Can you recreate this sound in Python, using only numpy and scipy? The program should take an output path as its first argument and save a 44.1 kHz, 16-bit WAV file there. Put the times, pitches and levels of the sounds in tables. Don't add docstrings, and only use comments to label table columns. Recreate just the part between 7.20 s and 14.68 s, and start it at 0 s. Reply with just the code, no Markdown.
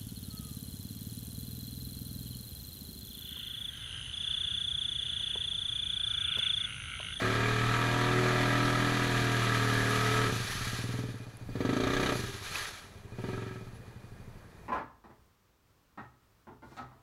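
import sys
import numpy as np
from scipy import signal
from scipy.fft import rfft, irfft, next_fast_len
from scipy.io import wavfile
from scipy.ndimage import uniform_filter1d

SR = 44100
rng = np.random.default_rng(int(sys.argv[2]) if len(sys.argv) > 2 else 0)


def wav_out(sig):
    wavfile.write(sys.argv[1], SR, np.round(np.clip(np.atleast_2d(sig).T, -1, 1) * 32767).astype(np.int16))


def voltage_ratio(level):
    return 10 ** (np.asarray(level, float) / 20)


N = 329868
FULL_SPEED = 40


def evened(x):
    return x / np.sqrt(np.mean(x ** 2) + 1e-20)


def drift(shape, *sizes):
    x = rng.standard_normal(shape)
    for size in sizes:
        x = uniform_filter1d(x, size=size)
    return evened(x)


# (frequency [Hz], width [Hz],
# level over the base [dB])
HISS_HUMPS_AND_DIPS = [(420, 43, 5.5), (1210, 62, 9.5), (1312, 61, 10), (1636, 79, 11.5), (1804, 68, 6.5),
                       (1955, 70, 8), (2334, 180, 7), (2580, 710, -5.5), (4300, 980, 3.5), (5250, 2220, -9),
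                       (6140, 180, 2), (8600, 2440, -5.5), (10700, 3200, 3.5), (13900, 1200, -8)]


def colour(x, spectrum, housing_share):
    length = next_fast_len(N)
    hz = np.fft.rfftfreq(length, 1 / SR)
    f, db = np.transpose(spectrum)
    shape_db = np.interp(np.log(hz + 1), np.log(f + 1), db)
    for centre, width, hump_db in HISS_HUMPS_AND_DIPS:
        shape_db = shape_db + housing_share * hump_db / (1 + (2 * (hz - centre) / width) ** 2)
    return irfft(rfft(x, length) * voltage_ratio(shape_db), length)[:N]


def hiss(spectrum, patchy_db, flicker_db, housing_share=1.0):
    frames = N // 128 + 5
    real, imaginary, patches = rng.standard_normal((frames, 257, 3)).T
    patches = uniform_filter1d(patches, size=6, axis=0)
    patches = evened(uniform_filter1d(patches, size=14, axis=1))
    level_db = patchy_db * patches + flicker_db * drift(frames, 5)
    x = signal.istft((real + 1j * imaginary) * voltage_ratio(level_db), nperseg=512, noverlap=384)[1][:N]
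    return evened(colour(x, spectrum, housing_share))


# (time [s], speed the engine heads for [cycles per s], settling time [s])
SPEED_CHANGES = [(0, 39.58, .205), (.42, 44.36, 1.434), (1.022, 40.17, .418), (1.375, 41.43, .666),
                 (1.755, 34.61, 1.783), (2.646, 39.71, .312), (3.053, 15.58, .123), (3.534, 20.4, .05),
                 (3.855, 11.18, .217), (4.283, 34.19, .223), (4.904, 15.07, .128), (5.111, 8.64, .089),
                 (5.741, 31.98, .586), (5.99, 22.6, .042), (6.286, 8.18, .318), (6.69, 12.99, .3),
                 (7.136, 9.24, .092)]


def speed():
    start_speed, flywheel_s = 36.7, .06
    s, goal, settle = np.transpose(SPEED_CHANGES)
    start = [start_speed]
    for lasts, g, u in zip(np.diff(s), goal, settle):
        start.append(g + (start[-1] - g) * np.exp(-lasts / u))
    t = np.arange(N) / SR
    k = np.searchsorted(s, t, side="right") - 1
    still_to_go = (np.array(start) - goal)[k] * np.exp((s[k] - t) / settle[k])
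    return uniform_filter1d(goal[k] + still_to_go, round(flywheel_s * SR), mode="nearest")


def crank():
    rate = speed()
    cycles = .52 + np.cumsum(rate) / SR
    return cycles, rate, np.flatnonzero(np.diff(np.floor(cycles)) > 0)


# (start [s], end [s], load at start [0-1], load at end [0-1])
HARD_PULLS = [
    (0, 3.5, 0.09, 0.17),
    (3.55, 3.2, 0, 0),
    (4.42, 4.92, 0.52, 0.73),
]


def labour():
    rise_s, fall_s = .2, .06
    t = np.arange(N) / SR
    pulls = (np.interp(t, [a - rise_s, a, b, b + fall_s], [0, u, v, 0]) for a, b, u, v in HARD_PULLS)
    return np.clip(sum(pulls), 0, 1)


# (start [s], closing time [s], reopening starts [s], share shut [0-1])
THROTTLE_CLOSINGS = [
    (3.07, 0.11, 3.45, 0.08),
    (4.92, 0.27, 5.76, 1),
    (6.4, 0.43, 7.15, 0.43),
    (7.15, 0.12, 7.5, 1),
]


def throttle():
    reopen_s = 0.18
    t = np.arange(N) / SR
    shut = [np.interp(t, [a, a + close, b, b + reopen_s], [0, deep, deep, 0])
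            for a, close, b, deep in THROTTLE_CLOSINGS]
    return np.clip(1 - np.max(shut, axis=0), 0, 1)


# (time [s], combustion level [dB], intake gulp level [dB])
ENGINE_EFFORT = [(0, -34.5, -34.5), (.45, -39, -34), (1.05, -30, -35), (1.6, -32.5, -35), (2.2, -38, -34.5),
                 (3.12, -35.5, -34), (3.27, -48.5, -44), (3.78, -42, -38), (4.16, -65.5, -50),
                 (4.42, -32.5, -34), (4.96, -30.5, -37.5), (5.19, -51, -52.5), (5.68, -66, -62),
                 (6.05, -37.5, -39), (6.28, -44.5, -42), (6.55, -59, -51.5), (7.08, -57, -50.5),
                 (7.3, -68, -59)]


def effort():
    s, bark_db, gulp_db = np.transpose(ENGINE_EFFORT)
    t = np.arange(N) / SR
    return np.interp(t, s, bark_db), np.interp(t, s, gulp_db)


def follow(law):
    db, effort_share, speed_share, load_db = law
    effort_db = np.minimum(effort()[0] + 39, 0)
    speed_db = 20 * np.log10(speed() / FULL_SPEED)
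    return db + effort_share * effort_db + speed_share * speed_db + load_db * labour()


def share_db(share):
    return 10 * np.log10(np.clip(share, 1e-3, 1))


def rung(modes, level_db, delay_s, rise_s, uneven_db, jitter_s, exhaust):
    cycles, rate, gulps = crank()
    t, out = np.arange(9000) / SR, np.zeros(N)
    energy = sum(voltage_ratio(2 * db) for hz, t60, db in modes)
    size = voltage_ratio(level_db[gulps]) * np.sqrt(SR / rate[gulps] / energy)
    half_turn = np.round(SR / rate[gulps] / 2).astype(int)
    for hz, t60, db in modes:
        ring = voltage_ratio(-60 * t / t60) * np.sin(2 * np.pi * hz * t) * (1 - np.exp(-t / rise_s))
        timing, gulp_luck, exhaust_luck, swell = rng.standard_normal((len(gulps), 4)).T
        swell = evened(uniform_filter1d(swell, size=14, mode="wrap"))
        flare = size * voltage_ratio(1.08 * uneven_db * swell)
        at = gulps + np.round((delay_s + jitter_s * timing) * SR).astype(int)
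        gulp_hit = flare * voltage_ratio(0.47 * uneven_db * gulp_luck)
        exhaust_hit = -exhaust * flare * voltage_ratio(1.1 * uneven_db * exhaust_luck)
        train = np.zeros(N)
        np.add.at(train, np.clip(at, 0, N - 1), gulp_hit)
        np.add.at(train, np.clip(at + half_turn, 0, N - 1), exhaust_hit)
        out += voltage_ratio(db) * signal.oaconvolve(train, ring / np.linalg.norm(ring))[:N]
    return out


# (frequency [Hz], time to die away by 60 dB [s], level [dB])
CRANKCASE_MODES = [(39.4, 0.17, 3.1), (80, 0.1, 2.5)]
# (level at full speed [dB], share of effort [dB per dB], share of speed [dB per dB], change at full load [dB])
THROB_CONTROL = (-44.5, 0.7, 2.9, -15)


def throb():
    return -rung(CRANKCASE_MODES, follow(THROB_CONTROL) - 2.5, delay_s=.0058, rise_s=.008,
                 uneven_db=.8, jitter_s=.0002, exhaust=.05)


# (frequency [Hz], time to die away by 60 dB [s], level [dB])
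AIR_BOX_OPEN_MODES = [(110, 0.49, -13.5), (118.6, 0.12, 2.5), (164.3, 0.027, -4)]
AIR_BOX_SHUT_MODES = [(96, .22, 0), (108, .1, -7)]


def intake(thump_db):
    opening = throttle()
    high = rung(AIR_BOX_OPEN_MODES, thump_db + share_db(opening), delay_s=0.0058, rise_s=0.025,
                uneven_db=0.96, jitter_s=.0001, exhaust=0.021)
    low = rung(AIR_BOX_SHUT_MODES, thump_db + share_db(1 - opening), delay_s=.0052, rise_s=.005,
               uneven_db=.7, jitter_s=.0001, exhaust=.08)
    return -high - low


# (frequency [Hz], time to die away by 60 dB [s], level [dB])
PIPE_OPEN_MODES = [(200.5, 0.04, -3), (261.5, 0.13, -16.5), (284.2, 0.066, 4.5), (378.6, 0.11, 1.5),
                   (427.3, 0.15, 1.5), (474, 0.059, -7), (572, 0.022, -5.5), (722.5, 0.14, -14),
                   (925, 0.12, -10)]
PIPE_SHUT_MODES = [(226, 0.076, 1.5), (316, 0.058, 0.5), (392, 0.11, 5.5), (600, 0.027, -8)]


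def pipe(bark_db):
    opening = throttle() ** 2.3
    sharp = rung(PIPE_OPEN_MODES, bark_db + share_db(opening), delay_s=0.005554, rise_s=0.0014,
                 uneven_db=1.8, jitter_s=.00005, exhaust=0.2)
    soft = rung(PIPE_SHUT_MODES, bark_db + share_db(1 - opening), delay_s=0.005, rise_s=0.01,
                uneven_db=2.5, jitter_s=0.000085, exhaust=0.23)
    echo = np.roll(sharp, round(0.00831 * SR))
    second_echo = np.roll(echo, round(0.00813 * SR))
    return sharp + 0.38 * echo + 0.11 * second_echo + soft


# (frequency [Hz], time to die away by 60 dB [s], level [dB])
PANEL_MODES = [(1186, 0.023, -3.5), (1291, 0.094, -1.5), (1657, 0.056, -4), (1731, 0.13, -8),
               (1855, 0.056, -17), (2444, 0.076, -9), (3450, 0.0017, -15.5), (4600, 0.053, -38)]


def panels(rattle_db, load, rate):
    coasting_db = -2 * (1 - load) * (1 - rate / FULL_SPEED)
    return -rung(PANEL_MODES, rattle_db - 5 + coasting_db, delay_s=.0072, rise_s=.0015,
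                 uneven_db=2, jitter_s=.00005, exhaust=.45)


# (frequency [Hz], time to die away by 60 dB [s], level [dB])
TAPPET_MODES = [(4630, 0.11, 4), (3780, 0.031, -16)]


def tappet(thump_db):
    return rung(TAPPET_MODES, thump_db - 30, delay_s=.011, rise_s=.003, uneven_db=3, jitter_s=.001, exhaust=.3)


# (multiple of the cycle rate, level relative to the rattle [dB])
MESH_TONES = [(17, -16.5), (18, -12.5), (24, -14.5), (30, -12.5), (32, -23)]


def mesh(cycles, rate, rattle_db):
    out = np.zeros(N)
    for order, db in MESH_TONES:
        waver = drift(N, 5000, 5000)
        out += voltage_ratio(db + 2 * waver) * np.sin(2 * np.pi * round(order) * cycles + waver)
    return voltage_ratio(rattle_db) * (rate / FULL_SPEED) ** 5 * out


# (frequency [Hz], width [Hz], level [dB], share of the thump level it follows [dB per dB])
SINGING_PANEL_TONE = (2445, 38, -45, .5)


def singing(thump_db, puff):
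    centre, width, db, follows = SINGING_PANEL_TONE
    off = 2 * (np.fft.rfftfreq(N, 1 / SR) - centre) / width
    drive = rng.standard_normal(N) * (.7 + puff)
    return voltage_ratio(db + follows * thump_db) * evened(irfft(rfft(drive) / (1 + off ** 2), N))


# (frequency [Hz], level [dB])
CLATTER_SPECTRUM = [(60, -53), (200, -12.5), (500, -14), (900, -15.5), (1500, -12.5), (2600, -11),
                    (3600, -13.5), (5000, -21.5), (8000, -28), (16000, -82)]


def clatter(load, puff, strength):
    surge = .75 - .35 * load + (.5 + 1.3 * load) * puff
    return hiss(CLATTER_SPECTRUM, patchy_db=1.5, flicker_db=.3) * surge * strength


# (frequency [Hz], level [dB])
CRACK_SPECTRUM = [(300, -27), (1200, -9), (2600, -10), (3700, 5.5), (5000, -6), (6300, 1), (8500, -32),
                  (11000, -15.5), (16000, -44)]


def crack(load, since_s, strength):
    burst = np.exp(-since_s / .008) * (1 - np.exp(-since_s / .003)) * strength
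    return load * burst * hiss(CRACK_SPECTRUM, patchy_db=2, flicker_db=.5)


# (level at full speed [dB], share of effort [dB per dB], share of speed [dB per dB], change at full load [dB])
RATTLE_CONTROL = (-32, .55, 2.5, 6.5)


def engine():
    cycles, rate, gulps = crank()
    load = labour()
    bark_db, gulp_db = effort()
    lift_db = -4.5 * np.minimum((1 - throttle()) / 0.14, 1)
    bark_db = bark_db + lift_db
    caking_db = -2 + 2 * np.exp(-np.arange(N) / SR / 0.9)
    rattle_db = follow(RATTLE_CONTROL) + lift_db + caking_db
    thump_db = gulp_db - 7 * load

    since_s = ((cycles - .0062 * rate) % 1) / rate
    puff = np.exp(-since_s / .014) * (1 - np.exp(-since_s / .002))
    strength = voltage_ratio(0.46 * rng.standard_normal(len(gulps) + 2))[cycles.astype(int)]

    rings = throb() + intake(thump_db) + pipe(bark_db) + panels(rattle_db, load, rate) + tappet(thump_db)
    tones = mesh(cycles, rate, rattle_db) + singing(thump_db, puff)
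    rattle = voltage_ratio(rattle_db - 2.0) * clatter(load, puff, strength)
    cracks = voltage_ratio(0.75 * rattle_db - 2.0) * crack(load, since_s, strength)
    return rings + tones + rattle + cracks


# (start [s], end [s], level at start [dB], level at end [dB], dying away [dB per s])
MUD_THROWS = [
    (0, 3.05, -47.5, -42.5, 48),
    (4.45, 4.9, -50.5, -39, 50),
    (6.04, 6.1, -59.5, -57.5, 24),
]
# (peak time [s], level [dB], swelling [dB per s], dying away [dB per s])
MUD_LANDINGS = [
    (3.47, -40, 4.5, 36.5),
    (5.39, -39, 50, 68),
]


def mud_level():
    rise_db_per_s, drip_db = 96, -72
    t = np.arange(N) / SR
    power = voltage_ratio(2 * drip_db)
    for a, b, first_db, last_db, fall in MUD_THROWS:
        levels_db = [first_db - rise_db_per_s, first_db, last_db, last_db - 2 * fall]
        power = power + voltage_ratio(2 * np.interp(t, [a - 1, a, b, b + 2], levels_db))
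    for s, db, rise, fall in MUD_LANDINGS:
        power = power + voltage_ratio(2 * (db - np.maximum((s - t) * rise, (t - s) * fall)))
    return np.sqrt(power)


# (frequency [Hz], level [dB])
WATER_SPECTRUM = [(180, -35), (300, -15), (990, -8), (1830, -5), (2230, -7.5), (2470, -1.5), (2680, -4.5),
                  (6040, -5.5), (8270, -16.5), (10800, -15), (15800, -35)]


def spray():
    thrown = 1 - .7 * labour()
    size = voltage_ratio(2.5 * np.minimum(rng.exponential(1, N), 5))
    falls = rng.random(N) < 1500 / SR
    drops = size * falls * rng.choice([-1, 1], N)
    patter = evened(colour(drops, WATER_SPECTRUM, 1.0))
    fizz = hiss(WATER_SPECTRUM, patchy_db=-1.0, flicker_db=1.2, housing_share=0.79)
    return voltage_ratio(2.5) * mud_level() * thrown * (fizz + voltage_ratio(-9.5) * patter)


# (frequency [Hz], level [dB])
WIND_SPECTRUM = [(10, -31), (20, -2), (32, -11), (50, -15), (80, -12), (200, -18), (600, -55)]
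MARSH_SPECTRUM = [(110, -28), (180, -5), (395, -1.5), (1150, -9), (1280, -12), (1460, -12.5), (1670, -10.5),
                  (2920, -21), (11600, -31), (15700, -39)]
# (level at full speed [dB], share of effort [dB per dB], share of speed [dB per dB], change at full load [dB])
RUMBLE_CONTROL = (-44.5, 0.34, -0.3, 13)


def air():
    lumps = voltage_ratio(2 * drift(N, 4000, 4000))
    wind = evened(colour(rng.standard_normal(N) * lumps, WIND_SPECTRUM, 0))
    marsh = hiss(MARSH_SPECTRUM, patchy_db=1.2, flicker_db=.3, housing_share=.3)
    return voltage_ratio(follow(RUMBLE_CONTROL) - 4.5) * wind + voltage_ratio(-57.5) * marsh


# (time [s], peak level [dB], frequency [Hz], ring time [s])
MUD_SPLATS = [
    (4.1704, -42, 10700, .0012),
    (5.3558, -25, 2550, 0.0031),
    (5.454, -33, 1880, 0.0053),
]


def splats():
    out, t = np.zeros(N), np.arange(2000) / SR
    for s, db, hz, ring_s in MUD_SPLATS:
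        shape = t / ring_s * 3 * np.exp(1 - t / ring_s * 3)
        wander = .6 * drift(len(t), 40)
        out[round(s * SR):][:len(t)] += voltage_ratio(db) * shape * np.sin(2 * np.pi * hz * t + wander)
    return out


# (start [s], length [s], frequency [Hz], level [dB], wing beats [per s])
INSECT_BUZZ = (6.537, .041, 10300, -66, 260)


def insect():
    s, length, hz, db, beats = INSECT_BUZZ
    t = np.arange(N) / SR - s
    on = np.clip(np.minimum(t, length - t) / .003, 0, 1)
    wobble = .8 * np.sin(2 * np.pi * 95 * t)
    throbbing = 1 + .3 * np.sin(2 * np.pi * beats * t)
    return voltage_ratio(db) * on * throbbing * np.sin(2 * np.pi * hz * t + wobble)


def scene():
    return (engine() + spray() + air() + splats() + insect())[None]


def top_cut(x):
    return signal.sosfilt(signal.butter(12, 16150, fs=SR, output="sos"), x)


def record(dry):
    edge = signal.firwin(4001, [12, 15760], pass_zero=False, window=("kaiser", 7), fs=SR)
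    mix = signal.oaconvolve(dry, edge[None], "same")
    return top_cut(mix)


dry = scene()
out = record(dry)
wav_out(out)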